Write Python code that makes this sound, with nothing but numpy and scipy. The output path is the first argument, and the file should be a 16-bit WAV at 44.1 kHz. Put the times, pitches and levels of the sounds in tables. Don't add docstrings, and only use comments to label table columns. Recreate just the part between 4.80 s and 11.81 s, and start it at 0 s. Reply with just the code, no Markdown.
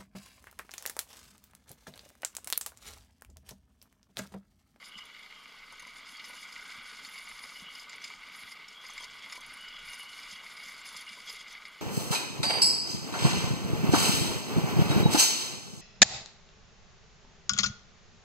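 import sys
import numpy as np
from scipy import signal
from scipy.fft import rfft, irfft
from scipy.io import wavfile
from scipy.ndimage import uniform_filter1d, map_coordinates

SR = 44100
rng = np.random.default_rng(int(sys.argv[2]) if len(sys.argv) > 2 else 0)


def invert_db(level):
    return 10 ** (np.asarray(level, dtype=float) / 20)


def master_out(mix):
    frames = np.transpose(np.atleast_2d(mix))
    ceiling = np.clip(frames, -1, 1)
    pcm = np.round(ceiling * 32767).astype(np.int16)
    wavfile.write(sys.argv[1], SR, pcm)


N = 309141

# (time [s], load [dB])
ROAD_LOAD = [(0.0, -57.5), (0.15, -57), (0.8, -56.5), (1.31, -53.5), (1.68, -52), (2.24, -51.5),
             (2.93, -53), (3.28, -52.5), (3.61, -52), (3.86, -55.5), (4.0, -53), (4.31, -51), (4.84, -53.5),
             (5.09, -51), (5.41, -51.5), (6.19, -50.5), (6.33, -51), (7.01, -54.5)]
# (start [s], length [s], level [dB], pitch [Hz], roughness [0-1])
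SLIDES = [(0.027, .07, -67.5, 2890, .6), (0.12, 0.12, -51, 2920, 0.56), (0.283, 0.1, -61, 2920, 0.8),
          (0.11, .13, -64, 3140, 0.6), (0.545, 0.11, -59, 3150, 0.7), (0.492, 0.089, -59, 2890, .5),
          (1.35, 0.16, -58, 2870, .6), (1.558, 0.047, -51, 2900, 0.3), (2.752, .025, -46.5, 2940, 0.5),
          (2.784, .05, -54, 2910, 0.4), (2.85, 0.079, -49.5, 2910, 0), (2.948, 0.027, -50, 2900, 0.3),
          (2.983, .05, -60, 3080, .7), (4.78, 0.13, -50, 2940, 0.44), (4.91, 0.14, -54.5, 2950, 1.1),
          (5.087, 0.07, -50, 2840, 0.3), (5.198, 0.04, -46.5, 2920, 0.2), (5.25, 0.1, -51.5, 2930, 0.5),
          (5.363, 0.081, -55.5, 2920, .9), (5.475, 0.14, -53.5, 2900, 0.74),
          (6.273, 0.047, -49.5, 2880, 0.6)]
# (pitch [Hz], width [Hz], level [dB])
CASE_MODES = [(1982, 160, -4.5), (2102, 190, 3.5), (2242, 206, 3), (3665, 490, -9.5), (1610, 1020, -19.5),
              (2865, 314, -4.5), (4550, 900, -10.5)]
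# (pitch [Hz], width [Hz], level [dB])
HUB_MODES = [(937, 260, -3), (1147, 223, 2.5), (1254, 114, 4), (748, 480, -27)]
# (pitch [Hz], width [Hz], level [dB])
FRAME_MODES = [(4300, 110, -5), (4540, 260, -7), (4927, 215, -1.5), (5300, 430, -7), (5970, 140, -10.5),
               (6220, 160, -7.5), (6840, 1220, -11.5), (7290, 116, -8.5), (8490, 260, -14.5),
               (3550, 510, -6.5)]
# (pitch [Hz], width [Hz], level [dB])
JINGLE_MODES = [(9444, 160, -4), (9720, 410, -6.5), (11600, 140, -11), (14400, 750, -32), (15230, 230, -24)]
# (pitch [Hz], width [Hz], level [dB])
CHIME_MODES = [(10400, 170, -2), (10770, 500, -10), (11500, 590, -17), (11100, 100, -11), (12420, 520, -14),
               (12950, 710, -16.5), (14800, 900, -26), (15200, 420, -20.5)]

SLIDE_RISE_S, SLIDE_FALL_S = 0.02, 0.035
RING_RISE_S, RING_FALL_S = 0.037, 0.052


def unit(x):
    return x / np.sqrt(np.mean(x ** 2) + 1e-20)


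def curves(rows):
    s, *cols = np.transpose(rows)
    return [np.interp(np.arange(N) / SR, s, c) for c in cols]


def wobble(rate):
    knots = rng.standard_normal(int(N * 400 / SR))
    return map_coordinates(knots, [np.arange(N) * rate / SR])


def coloured(x, gain):
    size = 2 ** 13
    cepstrum = irfft(np.log(gain(np.fft.rfftfreq(size, 1 / SR)) + 1e-6))
    cepstrum[1:size // 2] *= 2
    cepstrum[size // 2 + 1:] = 0
    response = irfft(np.exp(rfft(cepstrum)))
    return signal.fftconvolve(x, response)[:N]


def resonant(modes):
    def gain(f):
        power = sum(invert_db(2 * db) / (1 + (2 * (f - hz) / width) ** 2) ** 2 for hz, width, db in modes)
        return unit(np.sqrt(power))
    return gain


def sloped(points):
    hz, db = np.transpose(points)
    return lambda f: unit(invert_db(np.interp(np.log(f + 1), np.log(hz), db)))


def patchy(x, depth_db):
    z = signal.stft(x, nperseg=256)[2]
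    field = uniform_filter1d(rng.standard_normal(z.shape), size=4, axis=0)
    field = uniform_filter1d(field, size=30, axis=1)
    return unit(signal.istft(z * invert_db(depth_db * unit(field)), nperseg=256)[1][:N])


def grit(spread_db, clump_db, clump_rate, patchy_db):
    sizes = invert_db(spread_db * wobble(300) + clump_db * wobble(clump_rate))
    return patchy(sizes * rng.standard_normal(N), patchy_db)


def swarms(times, peaks_db, rise, t60, first):
    starts = np.zeros(N)
    starts[np.round(times * SR).astype(int)] = invert_db(peaks_db)
    t = np.arange(SR // 10) / SR
    swarm = (1 - np.exp(-t / rise)) * invert_db(-60 * (t / t60) ** 1.15)
    envelope = np.abs(signal.fftconvolve(starts, swarm)[:N])
    return envelope * rng.standard_normal(N) + first * starts


def rings(times, peaks_db, pitches_hz, rise, t60):
    out, t = np.zeros(N + SR), np.arange(SR // 12) / SR
    for s, db, hz in zip(times, peaks_db, pitches_hz):
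        drift = np.cumsum(0.088 * rng.standard_normal(len(t)))
        shape = (1 - np.exp(-t / rise)) * invert_db(db - 60 * t / t60)
        out[round(s * SR):][:len(t)] += shape * np.sin(2 * np.pi * hz * t + drift)
    return out[:N]


def trapezoid(t, start, length, rise, fall):
    return np.clip(np.minimum((t - start) / rise + .5, (start + length - t) / fall + .5), 0, 1)


def spells(starts, lengths, levels_db, rise, fall):
    t = np.arange(0, N + 32, 32) / SR
    power = sum(invert_db(2 * db) * trapezoid(t, s, length, rise, fall) ** 2
                for s, length, db in zip(starts, lengths, levels_db))
    return np.interp(np.arange(N) / SR, t, np.sqrt(power))


def driven(level_db, share, extra=0):
    mean_load_db = -52
    load_db, = curves(ROAD_LOAD)
    steady_db = level_db + share * (load_db - mean_load_db)
    return np.sqrt(invert_db(2 * steady_db) + extra ** 2)


def lifts():
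    # (middle [s], length [s], depth [dB])
    dips = [(0.17, 0.029, 15), (0.486, 0.017, 11), (1.43, 0.026, 6), (2.89, 0.18, 2.5), (3.073, 0.037, 6),
            (3.19, 0.027, 8), (3.376, 0.036, 6), (3.99, 0.066, 6), (4.29, 0.047, 3), (4.49, 0.023, 8),
            (4.598, 0.027, 10), (5.273, 0.091, 4.5), (6.42, 0.075, 3), (6.632, 0.036, 5.5), (6.8, 0.02, 7),
            (6.883, 0.053, 2)]
    t = np.arange(0, N + 32, 32) / SR
    lost_db = sum(db * np.exp(-(2 * (t - s) / length) ** 2) for s, length, db in dips)
    return -np.interp(np.arange(N) / SR, t, lost_db)


def wheels():
    # (pitch [Hz], width [Hz], level [dB])
    axle_modes = [(1469, 164, 1), (1630, 93, -6.5)]
    # (pitch [Hz], width [Hz], level [dB])
    seat_modes = [(204, 97, 1), (274.4, 77, -1), (435, 120, -3), (616, 285, -3.5)]
    # (start [s], length [s], level [dB])
    axle_rings = [
        (0.28, 0.17, -71),
        (1.76, 0.43, -58.5),
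        (4.65, 0.55, -59.5),
        (5.75, 0.41, -64),
        (1.14, 0.51, -69),
    ]
    shake = wobble(25)
    roll_db = curves(ROAD_LOAD)[0] + lifts()
    ringing = spells(*np.transpose(axle_rings), RING_RISE_S, RING_FALL_S)
    case = invert_db(roll_db + 2.0 + 0.35 * shake)
    case = case * grit(spread_db=1.5, clump_db=2.0, clump_rate=75, patchy_db=0.5)
    hub = driven(-59.5, 0.67) * invert_db(0.79 * shake)
    hub = hub * grit(spread_db=2.0, clump_db=0.54, clump_rate=40, patchy_db=0.5)
    axle = driven(-60.5, 0.7, ringing) * invert_db(0.65 * shake)
    axle = axle * grit(spread_db=1.5, clump_db=-0.24, clump_rate=55, patchy_db=0.5)
    seat = driven(-68.5, 0.28) * invert_db(0.21 * shake)
    seat = seat * grit(spread_db=2.5, clump_db=-0.5, clump_rate=18, patchy_db=1.0)
    shell = coloured(case, resonant(CASE_MODES)) + coloured(hub, resonant(HUB_MODES))
    return shell + coloured(axle, resonant(axle_modes)) + coloured(seat, resonant(seat_modes))


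def chatter():
    # (start [s], length [s], chatter level [dB], jingle level [dB], chime level [dB])
    coarse_road = [(0.0, 0.095, -61, -61.5, -62), (0.176, 0.017, -51, -58, -56), (0.91, 0.3, -64, -72, -74),
                   (1.165, 0.035, -62, -63, -67), (1.274, 0.085, -58, -59, -57.5),
                   (1.418, 0.23, -55, -60.5, -55.5), (1.664, 0.33, -57.5, -66, -61.5),
                   (2.048, 0.16, -56, -60, -61), (2.22, 0.41, -57.5, -60.5, -57.5),
                   (2.61, 0.13, -57, -60, -58), (2.732, 0.11, -58.5, -66, -56.5),
                   (2.892, 0.15, -57.5, -59, -59), (3.093, 0.078, -56.5, -66, -71),
                   (3.212, 0.15, -57.5, -63, -70), (3.534, 0.11, -58, -58, -56),
                   (3.656, 0.08, -57.5, -56, -57), (3.885, 0.1, -65, -75, -72),
                   (4.018, 0.11, -58.5, -68, -64), (4.133, 0.1, -60, -63, -61),
                   (4.212, 0.041, -49.5, -53, -55), (4.344, 0.17, -66, -80, -75),
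                   (4.485, 0.11, -57, -60, -58), (4.642, 0.21, -63.5, -71, -67),
                   (5.043, 0.23, -58, -58, -59), (5.283, 0.31, -55.5, -59.5, -56.5),
                   (5.625, 0.3, -59, -62, -58.5), (5.835, 0.18, -55.5, -63, -58),
                   (6.044, 0.2, -53.5, -56, -57), (6.254, 0.28, -58.5, -61, -61),
                   (6.45, 0.12, -51, -55.5, -52), (6.584, 0.05, -51.5, -60, -60),
                   (6.682, 0.053, -56, -63, -62)]
    start, length, *levels_db = np.transpose(coarse_road)
    clatter_spell, jingle_spell, chime_spell = [spells(start, length, db, rise=0.044, fall=0.019)
                                                for db in levels_db]
    pause = invert_db(0.27 * lifts())
    jolt = wobble(30)
    clatter = pause * driven(-62, 1, clatter_spell) * invert_db(1.2 * jolt)
    clatter = clatter * grit(spread_db=2.5, clump_db=1.5, clump_rate=87, patchy_db=0.66)
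    jingle = pause * driven(-70, 0.72, jingle_spell) * invert_db(-6.0 + 1.6 * jolt)
    jingle = jingle * grit(spread_db=3.0, clump_db=2.0, clump_rate=70, patchy_db=2.0)
    chime = pause * driven(-70, 0.72, chime_spell) * invert_db(-8.0 + 1.5 * jolt)
    chime = chime * grit(spread_db=3.5, clump_db=2.5, clump_rate=85, patchy_db=0.5)
    high = coloured(jingle, resonant(JINGLE_MODES)) + coloured(chime, resonant(CHIME_MODES))
    return coloured(clatter, resonant(FRAME_MODES)) + high


def wind():
    # (start [s], length [s], level [dB])
    gust_spells = [
        (0.144, 0.14, -74),
        (2.05, 0.19, -81),
        (2.5, 0.17, -73),
        (4.63, 0.14, -70),
        (4.982, 0.13, -69),
    ]
    # (frequency [Hz], level [dB per Hz])
    pressure_slope = [(10, -20), (25, 5.5), (45, -12.5), (75, -15.5), (130, -14.5), (300, -29), (1000, -69)]
    steady = invert_db(-77.5 + 1.5 * wobble(4))
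    press = np.hypot(steady, spells(*np.transpose(gust_spells), RING_RISE_S, RING_FALL_S))
    lumps = coloured(rng.standard_normal(N), sloped(pressure_slope))
    return press * invert_db(3.5 + 0.86 * wobble(11.0)) * lumps


def case_taps():
    # (time [s], peak [dB], hollow part [dB])
    tap_events = [(0.027, -30, -13), (0.365, -31, -18), (0.462, -31, -21), (0.525, -32, -18),
                  (0.51, -34, -16), (0.555, -34, -15), (0.657, -31.5, -15), (0.1867, -31, -10),
                  (0.925, -36, -3.5), (1.051, -28, -28), (1.3867, -49, -17), (2.3191, -40, -24),
                  (2.4742, -30, -14), (2.76, -29, -21), (3.022, -32, -11), (3.5498, -29, -15),
                  (4.0392, -30, -17), (4.3405, -33, -17), (4.423, -32, -17), (4.461, -29, -19),
                  (4.7208, -29, -13), (4.9262, -29, -17), (5.1332, -30, -14), (5.196, -27, -18),
                  (5.2315, -29, -13), (5.6464, -48, -15), (5.7506, -39, -15), (6.0135, -40, -17),
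                  (6.3235, -38, -23), (6.647, -40, -25), (6.6628, -34, -28), (6.8214, -34, -23),
                  (2.248, -27, -21), (2.358, -27, -13), (2.5147, -25, -16), (2.5905, -24, -19),
                  (2.6384, -24.5, -18), (3.096, -32, -19), (3.1303, -25, -16), (3.182, -28.5, -23),
                  (3.2173, -27, -21), (3.241, -43, -17), (3.3015, -26, -11), (3.3373, -26.5, -16),
                  (3.634, -26, -23), (3.7564, -32, -26), (4.097, -36.5, 0), (4.1794, -23.5, -28),
                  (4.2353, -27, -16), (4.299, -31, -21), (4.4992, -25, -17), (4.524, -26, -12),
                  (4.6187, -34, -10), (5.771, -36, -24), (5.8172, -33, -28), (5.89, -33, -13),
                  (6.0573, -29, -14), (6.485, -38.5, -2), (6.7517, -24, -34), (6.8533, -24.5, -32)]
    s, db, hollow_db = np.transpose(tap_events)
    contact = swarms(s, db - 17.0, rise=0.001, t60=0.016, first=9.7)
    ring = rings(s, db - 8.0, np.full(len(s), 2150), rise=0.0012, t60=0.014)
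    hollow = swarms(s, db + hollow_db - 6.0, rise=0.0029, t60=0.033, first=5.2)
    return coloured(contact, resonant(CASE_MODES)) + coloured(hollow, resonant(HUB_MODES)) + ring


def sleeves():
    # (pitch [Hz], width [Hz], level [dB])
    sleeve_modes = [(2930, 360, -5.5), (2840, 140, -9), (3210, 270, -5.5)]
    # (pitch [Hz], width [Hz], level [dB])
    rim_modes = [(3337, 196, 5), (3350, 210, -6), (3280, 150, -7)]
    # (start [s], length [s], level [dB])
    rim_rings = [
        (1.742, 0.41, -62.5),
        (2.245, 0.52, -76),
        (3.54, 0.27, -63),
        (3.853, 0.45, -60),
        (4.35, 0.15, -56),
        (4.93, 0.17, -59),
        (5.516, 0.066, -52),
        (6.15, 0.083, -53),
        (6.48, 0.053, -46),
        (6.563, 0.076, -55),
    ]
    s, length, db, *_ = np.transpose(SLIDES)
    sliding = spells(s, length, db - 8.5, SLIDE_RISE_S, SLIDE_FALL_S)
    ringing = spells(*np.transpose(rim_rings), RING_RISE_S, RING_FALL_S)
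    scrape = grit(spread_db=3.0, clump_db=1.4, clump_rate=25, patchy_db=-0.2)
    scrape = driven(-64, 0.16, sliding) * coloured(scrape, resonant(sleeve_modes))
    rim = grit(spread_db=2.0, clump_db=2.0, clump_rate=45, patchy_db=2.6)
    rim = driven(-62, 0.63, ringing) * coloured(rim, resonant(rim_modes))
    return scrape + rim


def squeals():
    out, t = np.zeros(N), np.arange(N) / SR
    wander = np.cumsum(14.5 * wobble(25)) / SR
    even, edge = wobble(200), wobble(200)
    for s, length, db, hz, rough in SLIDES:
        on = slice(max(0, int((s - .1) * SR)), int((s + length + .1) * SR))
        phase = 2 * np.pi * (hz * t[on] + wander[on])
        rough = np.clip(rough, 0, 1)
        steady = np.sqrt(1 - rough ** 2)
        line = (steady + rough * even[on]) * np.cos(phase) + rough * edge[on] * np.sin(phase)
        out[on] += invert_db(db) * trapezoid(t[on], s, length, SLIDE_RISE_S, SLIDE_FALL_S) * line
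    return out


def ticks():
    # (time [s], peak [dB], ringing pitch [Hz])
    tick_events = [(0.0667, -56, 9620), (0.0852, -41, 9370), (1.0216, -41, 9650), (1.095, -58, 11500),
                   (2.0812, -44, 10400), (2.3331, -41, 10400), (2.385, -38, 10400), (2.4887, -39, 10400),
                   (2.6334, -43, 9710), (3.0934, -48, 9740), (3.2146, -53, 9600), (3.4845, -47, 9400),
                   (3.5892, -41, 9400), (3.717, -39, 9500), (4.014, -54, 14000), (4.082, -43, 11500),
                   (4.7691, -44, 10500), (5.1108, -54, 9500), (5.1427, -38, 9400), (5.3158, -45, 9630),
                   (5.9234, -44, 9900), (6.2497, -49, 9530), (0.2533, -41.5, 9800), (0.3935, -50, 9440),
                   (0.9228, -41, 9350), (0.9967, -41, 9500), (1.069, -43, 9460), (1.49, -36, 9540),
                   (2.031, -42, 9460), (2.5915, -41, 9900), (3.1577, -41, 9400), (4.0432, -47, 9940),
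                   (4.0652, -46, 9440), (4.1337, -38.5, 9720), (4.2018, -44, 9300), (4.4912, -44, 9540),
                   (4.5246, -37, 9430), (4.5535, -38, 9400), (4.606, -38, 9550), (4.6623, -39, 9700),
                   (4.736, -36, 9400), (4.8093, -41, 9520), (5.0504, -48, 9500), (5.2287, -35.5, 9650),
                   (6.0541, -41, 9750), (6.1685, -36, 10200), (6.208, -34, 10400), (6.5156, -40, 10400),
                   (6.5879, -51, 9350), (6.722, -43, 9810), (6.88, -44, 9400)]
    s, db, hz = np.transpose(tick_events)
    jingle = swarms(s, db - 16.5, rise=0.0024, t60=0.036, first=5.9)
    chime = swarms(s, db - 17.0, rise=0.0026, t60=0.031, first=4.3)
    ring = rings(s, db - 9.0, hz, rise=.001, t60=0.034)
    return coloured(jingle, resonant(JINGLE_MODES)) + coloured(chime, resonant(CHIME_MODES)) + ring


def knocks():
    # (time [s], peak [dB], case part [dB])
    bracket_knocks = [(0.1765, -40, 3), (1.724, -36.5, -10), (1.914, -40.5, 8), (2.2677, -44, -10),
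                      (2.3775, -37, 10), (2.6366, -34, -8), (2.951, -32.5, -15), (2.9954, -32, -10),
                      (3.0945, -41, -4), (3.24, -27, 1.5), (3.7165, -34.5, 0), (4.0642, -37, -6),
                      (4.1767, -36.5, 7), (4.8828, -37.5, -11), (5.431, -34.5, -1), (5.767, -35, -4),
                      (5.8306, -36, 4), (5.8805, -37, 3), (6.0536, -36, 5), (6.1642, -31, -18),
                      (6.2886, -33.5, 0), (6.496, -27.5, -3), (6.5914, -43, -7), (6.6786, -38, -1),
                      (6.852, -41, 11)]
    # (time [s], peak [dB], case part [dB], ringing pitch [Hz])
    frame_knocks = [(0.072, -45, 4, 4940), (0.426, -41, 7, 3370), (0.785, -45, -5, 4500),
                    (0.9943, -37.5, 7, 6380), (1.3676, -35.5, -13, 4560), (1.395, -39, 12, 4300),
                    (1.4411, -36, 3.5, 5200), (2.2483, -31.5, -17, 4500), (2.3351, -42, 10, 4290),
                    (3.1812, -45, 3, 4550), (3.219, -39, 1, 6030), (3.469, -43, -9, 4800),
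                    (3.8823, -35.5, -13, 5350), (4.0998, -35, 2, 6290), (4.2326, -38, -4, 4400),
                    (4.4972, -40.5, 12, 6840), (4.5234, -30.5, 4.5, 5300), (4.9626, -46, 14, 4800),
                    (5.1314, -38, 3, 5200), (5.24, -40, -4, 4300), (5.329, -40, -15, 4180),
                    (6.21, -35.5, -13, 4540)]
    bracket_hz = 4990
    s, db, case_db, hz = np.transpose([(*row, bracket_hz) for row in bracket_knocks] + list(frame_knocks))
    case = swarms(s, db + case_db - 5.0, rise=0.0089, t60=0.047, first=1.5)
    frame = swarms(s, db - 12.5, rise=0.0017, t60=0.037, first=1.7)
    ring = rings(s, db - 6.0, hz, rise=0.0011, t60=0.046)
    jingle = swarms(s, db - 32, rise=0.0029, t60=0.023, first=3.3)
    chime = swarms(s, db - 24.5, rise=0.0024, t60=0.026, first=3.0)
    low = coloured(case, resonant(CASE_MODES)) + coloured(frame, resonant(FRAME_MODES))
    high = coloured(jingle, resonant(JINGLE_MODES)) + coloured(chime, resonant(CHIME_MODES))
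    return low + high + ring


def bumps():
    # (time [s], peak [dB], pitch [Hz])
    road_bumps = [(0.158, -46, 196), (1.26, -70, 194), (1.325, -53, 267), (1.983, -50, 222),
                  (2.228, -53, 196.6), (2.821, -42, 187), (3.346, -51.5, 194), (4.448, -53, 210),
                  (5.03, -52, 163), (5.525, -48, 190), (6.151, -53, 180), (6.306, -49, 217)]
    # (time [s], peak [dB], pitch [Hz])
    more_bumps = [(0.17, -55, 100), (1.728, -69, 100), (1.98, -52.5, 120), (2.136, -52, 212),
                  (2.45, -60, 210), (2.863, -52, 180), (3.638, -55, 95), (5.035, -62, 100),
                  (5.53, -55, 100), (2.816, -56, 100), (5.735, -67, 95), (5.845, -66, 95),
                  (6.49, -52, 450), (6.534, -50, 430), (4.37, -64, 70)]
    out, t = np.zeros(N + SR), np.arange(SR // 5) / SR
    for s, db, hz in list(road_bumps) + list(more_bumps):
        shape = (1 - np.exp(-t / 0.0042)) * invert_db(db + 1.0 - 60 * t / 0.053)
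        cycles = np.sin(2 * np.pi * hz * t) + 0.3 * np.sin(2 * np.pi * 0.54 * hz * t)
        out[round(s * SR):][:len(t)] -= shape * cycles
    return out[:N]


def pings():
    # (time [s], peak [dB], ringing pitch [Hz])
    ping_events = [(0.185, -50, 6900), (0.2518, -49, 6230), (0.9223, -47, 6260), (1.022, -49, 6250),
                   (1.068, -44, 6230), (1.4476, -39.5, 6200), (1.6886, -45, 6170), (2.2653, -41, 6950),
                   (2.4513, -43, 7040), (2.4917, -44, 7320), (2.6259, -45, 6910), (2.9806, -48, 7100),
                   (3.094, -37.5, 7230), (3.1298, -42, 6100), (3.244, -36, 7200), (3.793, -63, 6300),
                   (3.881, -46, 6840), (4.0138, -48, 6260), (4.0636, -40, 6600), (4.133, -43, 6100),
                   (4.1769, -38.5, 7330), (4.2048, -42, 6270), (4.227, -42, 6230), (4.5228, -37, 6820),
                   (4.6064, -44, 6270), (4.6598, -51, 6260), (5.1188, -50, 6340), (5.133, -38, 6200),
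                   (5.5174, -44, 6190), (5.7044, -44, 7290), (5.8985, -47, 7340), (6.0122, -42, 7400),
                   (6.0561, -43, 6240), (6.096, -47, 6220), (6.1639, -35.5, 7200), (6.2487, -51, 6260),
                   (6.4517, -49, 5900), (6.493, -37, 7290), (6.5874, -55, 6020), (6.6762, -53, 6100),
                   (6.7271, -41, 6030)]
    s, db, hz = np.transpose(ping_events)
    clatter = swarms(s, db - 11.0, rise=0.0015, t60=0.03, first=2.7)
    ring = rings(s, db - 4.0, hz, rise=0.0015, t60=0.04)
    return coloured(clatter, resonant(FRAME_MODES)) + ring


def thumps():
    # (time [s], peak [dB])
    thump_events = [(0.924, -42), (1.025, -46), (1.067, -44.5), (1.498, -42.5), (1.54, -42), (4.041, -41),
                    (4.206, -41), (4.228, -39.5), (4.248, -43), (4.554, -42.5), (4.578, -37.5), (5.14, -46),
                    (6.146, -42), (6.373, -42.5), (6.5, -42)]
    # (pitch [Hz], width [Hz], level [dB])
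    shell_modes = [(993, 102, 6.5), (515, 210, -6.5), (764, 790, -11)]
    s, db = np.transpose(thump_events)
    return coloured(swarms(s, db - 11.0, rise=0.0028, t60=0.038, first=16.0), resonant(shell_modes))


def snaps():
    # (time [s], peak [dB])
    snap_events = [
        (2.2872, -53),
        (2.6529, -53),
        (2.9816, -50),
        (4.578, -55),
        (5.1243, -51),
        (6.7216, -56),
    ]
    s, db = np.transpose(snap_events)
    cracks = swarms(s, db, rise=0.001, t60=0.025, first=1.5)
    return coloured(cracks, lambda f: f / np.hypot(f, 7000))


def scene():
    mono = wheels() + chatter() + wind() + case_taps() + sleeves() + squeals()
    mono = mono + ticks() + knocks() + bumps() + pings() + thumps() + snaps()
    return np.array([mono, mono])


def low_pass(x):
    return signal.sosfilt(signal.butter(12, 15540, fs=SR, output="sos"), x)


def record(dry):
    # (frequency [Hz], level [dB per Hz])
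    hiss_slope = [(20, -16), (300, -5), (4000, 7), (9000, -9.5), (15500, -8)]
    hiss = invert_db(-63.5) * patchy(coloured(rng.standard_normal(N), sloped(hiss_slope)), depth_db=2.5)
    # (frequency [Hz], level [dB per Hz])
    trace_slope = [(60, -43), (200, -33), (500, -14.5), (900, -16.5), (3000, -17.0), (8000, -9.5), (15000, -5.5)]
    apart = invert_db(-78.0 + 2.1 * wobble(14)) * coloured(rng.standard_normal(N), sloped(trace_slope))
    in_band = np.fft.rfftfreq(N, 1 / SR) < 15320
    spectrum = rfft(dry + hiss + [apart, -apart]) * in_band
    return low_pass(irfft(spectrum, N))


dry = scene()
out = record(dry)
master_out(out)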